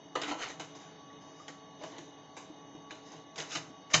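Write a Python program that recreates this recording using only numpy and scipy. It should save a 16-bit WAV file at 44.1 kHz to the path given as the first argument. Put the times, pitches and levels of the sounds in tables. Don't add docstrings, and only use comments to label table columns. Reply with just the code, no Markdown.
import sys
import numpy as np
from scipy import signal
from scipy.fft import rfft, irfft, next_fast_len
from scipy.io import wavfile
from scipy.ndimage import uniform_filter1d, minimum_filter1d, map_coordinates

SR = 44100
rng = np.random.default_rng(int(sys.argv[2]) if len(sys.argv) > 2 else 0)


def inscribe(sig):
    pcm = np.round(np.clip(np.atleast_2d(sig).T, -1, 1) * 32767)
    wavfile.write(sys.argv[1], SR, pcm.astype(np.int16))


def gain_from_decibels(decibels):
    exponent = np.asarray(decibels, float) / 20
    return 10 ** exponent


N = 176400

# pitch in Hz, level in dB rms.
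MOTOR_TONES = [(161.5, -70.5), (282.5, -61.5), (436.0, -65.5), (646.0, -66), (759.0, -69), (807.5, -73.5),
               (845.2, -67), (969.0, -82.5), (1130, -62)]
# pitch in Hz, level in dB rms.
COIL_TONES = [(1739, -78.5), (2514, -95.5), (2902, -70.5), (3731, -69.5), (4064, -83), (4430, -77.5),
              (4662, -81.5), (5130, -87.5), (5561, -82.5), (5959, -97.5), (6029, -78.5), (6062, -93.5),
              (6132, -82), (6347, -84.5)]
# frequency in Hz, density in dB per Hz.
AIR_COLOUR = [(40, -27), (150, 4.5), (220, -0.5), (300, -1.5), (1000, -4), (1400, -13), (3600, -12),
              (5000, -25.5)]
# centre in Hz, width in Hz, gain in dB.
CASE_NULLS = [(1310, 140, -2), (2357, 82, -18.5), (2694, 97, -18), (3800, 95, -3.5), (4250, 60, -4),
              (5200, 280, -0.5), (5040, 190, -10), (6180, 320, 8), (311, 25, 6)]
# frequency in Hz, time to fall 60 dB in seconds.
ROOM_DECAY = [(150, 0.61), (1000, 0.49), (4000, 0.35), (8000, 0.46)]
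# pitch in Hz, width in Hz, level in dB.
DESK_MODES = [(294, 21, 4.5), (418, 174, -1.5), (511, 110, -2), (614, 42, 1), (800, 407, -3.5),
              (1114, 194, -1)]
# pitch in Hz, width in Hz, level in dB.
SHELL_MODES = [(1240, 332, 1), (1593, 397, 0.5), (1900, 340, 4), (2180, 830, -1), (3013, 190, 1),
               (3584, 430, -1.5), (3875, 630, -1.5), (4500, 770, -5)]
# pitch in Hz, width in Hz, level in dB.
SHUTTER_MODES = [(4830, 1200, -9), (5500, 470, -1.5), (5475, 1400, 0.5), (6720, 400, -4), (7070, 550, -6),
                 (7810, 740, -1)]
# pitch in Hz, level in dB, time to fall 60 dB in seconds.
DESK_TOP_MODES = [(116.7, -8.5, .25), (153.4, 4, 0.17), (58, -25.5, 0.14)]
# start in seconds, peak in dB.
PUSHES = [(0.155, -45.5), (0.316, -48), (0.602, -48.5), (1.488, -54.5), (1.981, -50.5), (2.751, -49.5),
          (2.909, -56), (1.842, -47), (1.38, -58), (3.142, -48.5), (3.382, -44), (3.552, -41), (3.94, -24)]
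# middle in seconds, half length in seconds, shell level in dB rms,
# desk in dB over the shell, shutter in dB over the shell.
SLIDE_EVENTS = [(0.239, 0.035, -45, -4.5, -11), (0.294, 0.025, -39.5, 1, -6), (0.413, 0.03, -41, -4.5, -6),
                (0.434, 0.016, -37, -13, -5.5), (0.46, 0.027, -43, -3.5, -15.5),
                (0.497, 0.04, -47.5, 0, -3), (0.803, 0.17, -61.5, -5, -11),
                (1.294, 0.056, -72.5, 13.5, 4.5), (1.412, 0.065, -65, -4, 3.5),
                (1.838, 0.032, -53.5, 5.5, -9.5), (1.871, 0.061, -58, 2, 1), (1.95, 0.054, -54.5, 3.5, -10),
                (3.085, 0.048, -62, 2, 2.5), (3.151, 0.059, -59, 2, -4), (3.41, 0.025, -44.5, -2, 1),
                (3.454, 0.061, -54, -5, -4.5), (3.534, 0.033, -43, -10, 2), (3.604, 0.06, -63, 2, -17),
                (3.92, 0.015, -45.5, -1.5, -3.5), (3.941, 0.0062, -24, -6.5, -1),
                (3.966, 0.015, -46, 3.5, 15)]
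# start in seconds, pitch in Hz, peak in dB.
SLIPS = [(0.1564, 3400, -38), (0.1593, 1260, -33), (.1648, 1010, -29), (0.2343, 2400, -25),
         (0.2444, 2500, -33), (0.263, 2300, -35), (0.293, 1900, -28), (0.3028, 2300, -27),
         (0.3142, 1300, -31), (0.3191, 1110, -31.5), (0.4112, 1700, -32), (0.4173, 1600, -28),
         (0.4238, 2850, -33), (0.427, 2600, -26), (0.434, 2190, -26), (.4378, 2800, -30),
         (0.4436, 1900, -35), (0.461, 2000, -31), (.504, 2200, -31), (.6015, 2840, -30),
         (1.4815, 3270, -36), (1.4905, 2950, -41), (1.837, 1100, -37), (1.9842, 3600, -36),
         (2.367, 2480, -46), (2.38, 1200, -54), (2.7615, 900, -46.5), (2.768, 700, -48),
         (2.9025, 2200, -45), (2.9082, 2060, -34), (2.9102, 1800, -39), (3.3597, 3560, -33),
         (3.3869, 3040, -31), (3.404, 3800, -22), (3.5187, 3400, -29), (3.5525, 2800, -42),
         (3.558, 2320, -36), (3.571, 2220, -32), (3.9028, 2000, -38), (3.9398, 2360, -21.5),
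         (3.9422, 2300, -16.5), (3.9428, 4500, -11), (3.9478, 3600, -23), (3.9533, 1100, -17.5),
         (3.9615, 4600, -26)]
# start in seconds, pitch in Hz, peak in dB, # time to fall 60 dB in
# seconds.
HOLLOW_KNOCKS = [(0.153, 520, -33.5, 0.14), (.1545, 1210, -24.5, 0.054), (0.23, 440, -37.5, 0.14),
                 (0.31, 310, -34.5, 0.12), (3.7, 270, -48, 0.31), (0.31, 1340, -31, 0.075),
                 (1.481, 3340, -41, 0.024), (1.837, 620, -39, 0.11), (1.4, 1200, -41, 0.067),
                 (1.813, 610, -40, 0.2), (1.827, 610, -39, 0.058), (1.862, 640, -41.5, 0.12),
                 (1.989, 350, -44, 0.093), (1.1, 1890, -52, 0.068), (2.5, 300, -40.5, 0.12),
                 (2.749, 302, -41, 0.098), (2.907, 2370, -38.5, 0.025), (2.907, 1670, -38, 0.024),
                 (2.915, 420, -49, .07), (.172, 990, -37.5, 0.074), (3.95, 151, -29, .4),
                 (3.938, 1080, -24.5, 0.049), (3.94, 2300, -20.5, 0.041)]
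# start in seconds, shell peak in dB, desk in dB over the shell,
# shutter in dB over the shell, time to fall 60 dB in seconds.
CLACK_EVENTS = [(0.1531, -24.5, -1.5, -14, 0.23), (0.2157, -27.5, -3.5, -6.5, 0.11),
                (0.2321, -28, -11, -13, 0.28), (0.3121, -27.5, 0.5, -14, 0.22),
                (0.5972, -31.5, -5, -7.5, 0.25), (0.7507, -46, 1, -2.5, 0.25), (0.8016, -48, -2, -7, 0.7),
                (1.2145, -61, 4, 4.5, 0.43), (1.4808, -35, -6, -8.5, 0.19), (1.8358, -36, -1, -11, 0.13),
                (1.981, -42.5, -2.5, -5.5, 0.32), (2.367, -38, -1, -5, 0.32), (2.7494, -51.5, 2, -7, 0.11),
                (2.9073, -37, -5, -10.5, 0.32), (3.1174, -46, 2, -3.5, 0.26), (3.3581, -39, -7, -6, 0.62),
                (3.3792, -29, -7.5, -6.5, 0.29), (3.5084, -38, -27, -27, 0.21),
                (3.5495, -28.5, -12, -2.5, 0.074), (3.5525, -21.5, -12, -14.5, 0.16),
                (3.5688, -32.5, -4, -2.5, 0.13), (3.9025, -43, -6, -8, 0.18),
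                (3.9392, -10.5, -28, -9, 0.12), (3.9463, -16, -23.5, 1, 0.054), (3.9523, -29.5, 0, 0, 0.39)]
# frequency in Hz, threshold in dB a bin.
GATE_SILL = [(1150, -105), (1400, -90.5), (2400, -88), (3200, -82), (4300, -79), (5300, -92.5),
             (6200, -90.5), (7200, -75.5)]
# frequency in Hz, gain in dB.
BAND_EDGE = [(7000, -1), (7600, -15), (8200, -24.5), (8600, -47.5), (9000, -66), (10500, -76),
             (11500, -120)]


def unit(x):
    return x / np.sqrt(np.mean(x ** 2) + 1e-20)


def along(points, hz):
    f, v = np.transpose(points)
    return np.interp(np.log(hz + 1), np.log(f + 1), v)


def wobble(rate, order=3):
    knots = rng.standard_normal(int(N * rate / SR) + 4)
    return map_coordinates(knots, [np.arange(N) * rate / SR], order=order)


def smooth(field, rows, cols):
    return uniform_filter1d(uniform_filter1d(field, size=rows, axis=0), size=cols, axis=1)


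def patches(shape, rows, cols):
    return unit(smooth(rng.standard_normal(shape), rows, cols))


def filtered(x, response):
    m = next_fast_len(len(x) + 2048)
    return irfft(rfft(x, m) * response(np.fft.rfftfreq(m, 1 / SR)), m)[:len(x)]


def bell(f, centre, width, db):
    return db * np.exp(-((f - centre) / width) ** 2)


def track(seconds):
    return np.zeros(N + SR), np.arange(int(SR * seconds)) / SR


def place(out, start, sound):
    out[round(start * SR):][:len(sound)] += sound


def tones(lines, blur, blur_hz):
    t = np.arange(N) / SR
    total = 0
    for hz, db in lines:
        skirt = wobble(blur_hz, order=1) + 1j * wobble(blur_hz, order=1)
        carrier = np.exp(2j * np.pi * (hz * t + rng.uniform()))
        total = total + np.sqrt(2) * gain_from_decibels(db) * np.real((1 + blur * skirt) * carrier)
    return total


def air():
    def colour(f):
        return gain_from_decibels(along(AIR_COLOUR, f) + sum(bell(f, *null) for null in CASE_NULLS))
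    z = signal.stft(rng.standard_normal(N + 512), nperseg=512)[2]
    patch_db = 0.49 * patches(z.shape, rows=5, cols=20)
    noise = signal.istft(z * gain_from_decibels(patch_db), nperseg=512)[1][:N]
    swell_db = 0.6 * wobble(5.2)
    return gain_from_decibels(-55.5 + swell_db) * unit(filtered(noise, colour))


def fan():
    hum = tones(MOTOR_TONES[:-1], blur=0.5, blur_hz=40) + tones(MOTOR_TONES[-1:], blur=0.45, blur_hz=16)
    whine = tones(COIL_TONES[:8], blur=0.55, blur_hz=120) + tones(COIL_TONES[8:], blur=1.3, blur_hz=90)
    return air() + hum + whine


def room(x):
    hz, t, z = signal.stft(rng.standard_normal(SR // 2), SR, nperseg=256)
    fade = gain_from_decibels(-60 * t / along(ROOM_DECAY, hz)[:, None])
    tail = signal.istft(z * fade, SR, nperseg=256)[1]
    delayed = np.pad(x, (200, 0))
    return signal.fftconvolve(delayed, tail / np.linalg.norm(tail))[:N]


def thuds():
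    out, t = track(1 / 3)
    for start, db in PUSHES:
        ring = 0
        for hz, mode_db, t60 in DESK_TOP_MODES:
            level_db = mode_db + rng.normal(0, 0.99) - 60 * t / t60
            ring = ring + gain_from_decibels(level_db) * np.sin(2 * np.pi * hz * t)
        place(out, start, gain_from_decibels(db) * ring * (1 - np.exp(-t / 0.018)))
    return out[:N]


def body(f, modes):
    scatter_db, shift = 1.2, 0.015
    total = 0
    for k, (hz, width, db) in enumerate(modes):
        c = hz * (1 + rng.normal(0, shift))
        strength = (-1) ** k * gain_from_decibels(db + rng.normal(0, scatter_db))
        total = total + strength * 1j * f * width / (c * c - f * f + 1j * f * width)
    return total / np.sqrt(np.mean(np.abs(total) ** 2))


def bodies(force, desk_db, shutter_db):
    def response(f):
        desk = gain_from_decibels(desk_db) * body(f, DESK_MODES)
        shutter = gain_from_decibels(shutter_db) * body(f, SHUTTER_MODES)
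        return desk + body(f, SHELL_MODES) + shutter
    return filtered(force, response)


def chatter(size):
    grain_db, grains_per_s = 1.5, 1500
    grain = (np.arange(size) * grains_per_s / SR).astype(int)
    sizes = gain_from_decibels(grain_db * rng.standard_normal(size)[grain])
    return unit(rng.standard_normal(size) * sizes)


def slides():
    out, t = track(1 / 3)
    middle = 0.14
    for centre, half, db, desk_db, shutter_db in SLIDE_EVENTS:
        shape = np.exp(-((t - middle) / half) ** 2)
        rub = bodies(shape * chatter(len(t)), desk_db, shutter_db)
        place(out, centre - middle, gain_from_decibels(db) * rub)
    return out[:N]


def snaps():
    out, t = track(1 / 50)
    ring_cycles, overtone, overtone_db = 10.4, 2.8, -13.5
    for start, hz, db in SLIPS:
        ping = np.sin(2 * np.pi * hz * t) + gain_from_decibels(overtone_db) * np.sin(2 * np.pi * overtone * hz * t)
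        place(out, start, gain_from_decibels(db - 60 * t * hz / ring_cycles) * ping)
    return out[:N]


def knocks():
    out, t = track(1 / 4)
    pair_ratio, pair_share = 1.05, 0.35
    for start, hz, db, t60 in HOLLOW_KNOCKS:
        second = np.sin(2 * np.pi * (hz * pair_ratio * t + rng.uniform()))
        pair = np.sin(2 * np.pi * hz * t) + pair_share * second
        place(out, start, gain_from_decibels(db - 60 * t / t60) * pair * (1 - np.exp(-t / 0.001)))
    return out[:N]


def clacks():
    out, t = track(1 / 3)
    attack_s, crack_s, tick_s = 0.0024, 0.03, 0.003
    crack_db, tick_db, clack_db = 2, 9, -11
    for start, db, desk_db, shutter_db, t60 in CLACK_EVENTS:
        tick = gain_from_decibels(tick_db - 60 * t / tick_s) * rng.choice([-1, 1], len(t))
        decay = gain_from_decibels(-60 * t / t60) + gain_from_decibels(crack_db - 60 * t / crack_s)
        rattle = (1 - np.exp(-t / attack_s)) * decay * chatter(len(t))
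        strike = bodies(rattle + tick, desk_db + 4.5, shutter_db + 5.5)
        place(out, start, gain_from_decibels(db + clack_db) * strike)
    return out[:N]


def scene():
    hands = thuds() + slides() + snaps() + knocks() + clacks()
    room_db = -10
    return (fan() + gain_from_decibels(room_db) * room(hands) + hands)[None]


def gate(x):
    depth_db, drift_db, slope, hold_s = 21, 3.2, 2.5, 0.07
    hz, t, z = signal.stft(x, SR, nperseg=512)
    power = np.abs(smooth(np.abs(z) ** 2, rows=2, cols=7))
    level_db = 10 * np.log10(power + 1e-20)
    hold = int(hold_s / t[1]) | 1
    held_db = -minimum_filter1d(-level_db, size=hold, axis=1, origin=hold // 2)
    sill_db = along(GATE_SILL, hz)[:, None] + drift_db * patches(z.shape, rows=2, cols=30)
    opening = np.exp(np.clip(slope * (held_db - sill_db), -50, 50))
    gain_db = -depth_db / (1.5 + opening)
    return signal.istft(z * gain_from_decibels(gain_db), SR, nperseg=512)[1][:N]


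def roll_off(x):
    return signal.sosfilt(signal.butter(12, 8630, fs=SR, output="sos"), x)


def record(dry):
    ported = filtered(dry[0], lambda f: gain_from_decibels(bell(f, centre=6670, width=700, db=4)))
    limited = filtered(gate(ported), lambda f: gain_from_decibels(along(BAND_EDGE, f)))
    converter_noise = gain_from_decibels(-96) * rng.standard_normal(N)
    mix = limited + converter_noise
    return roll_off(mix[None])


dry = scene()
out = record(dry)
inscribe(out)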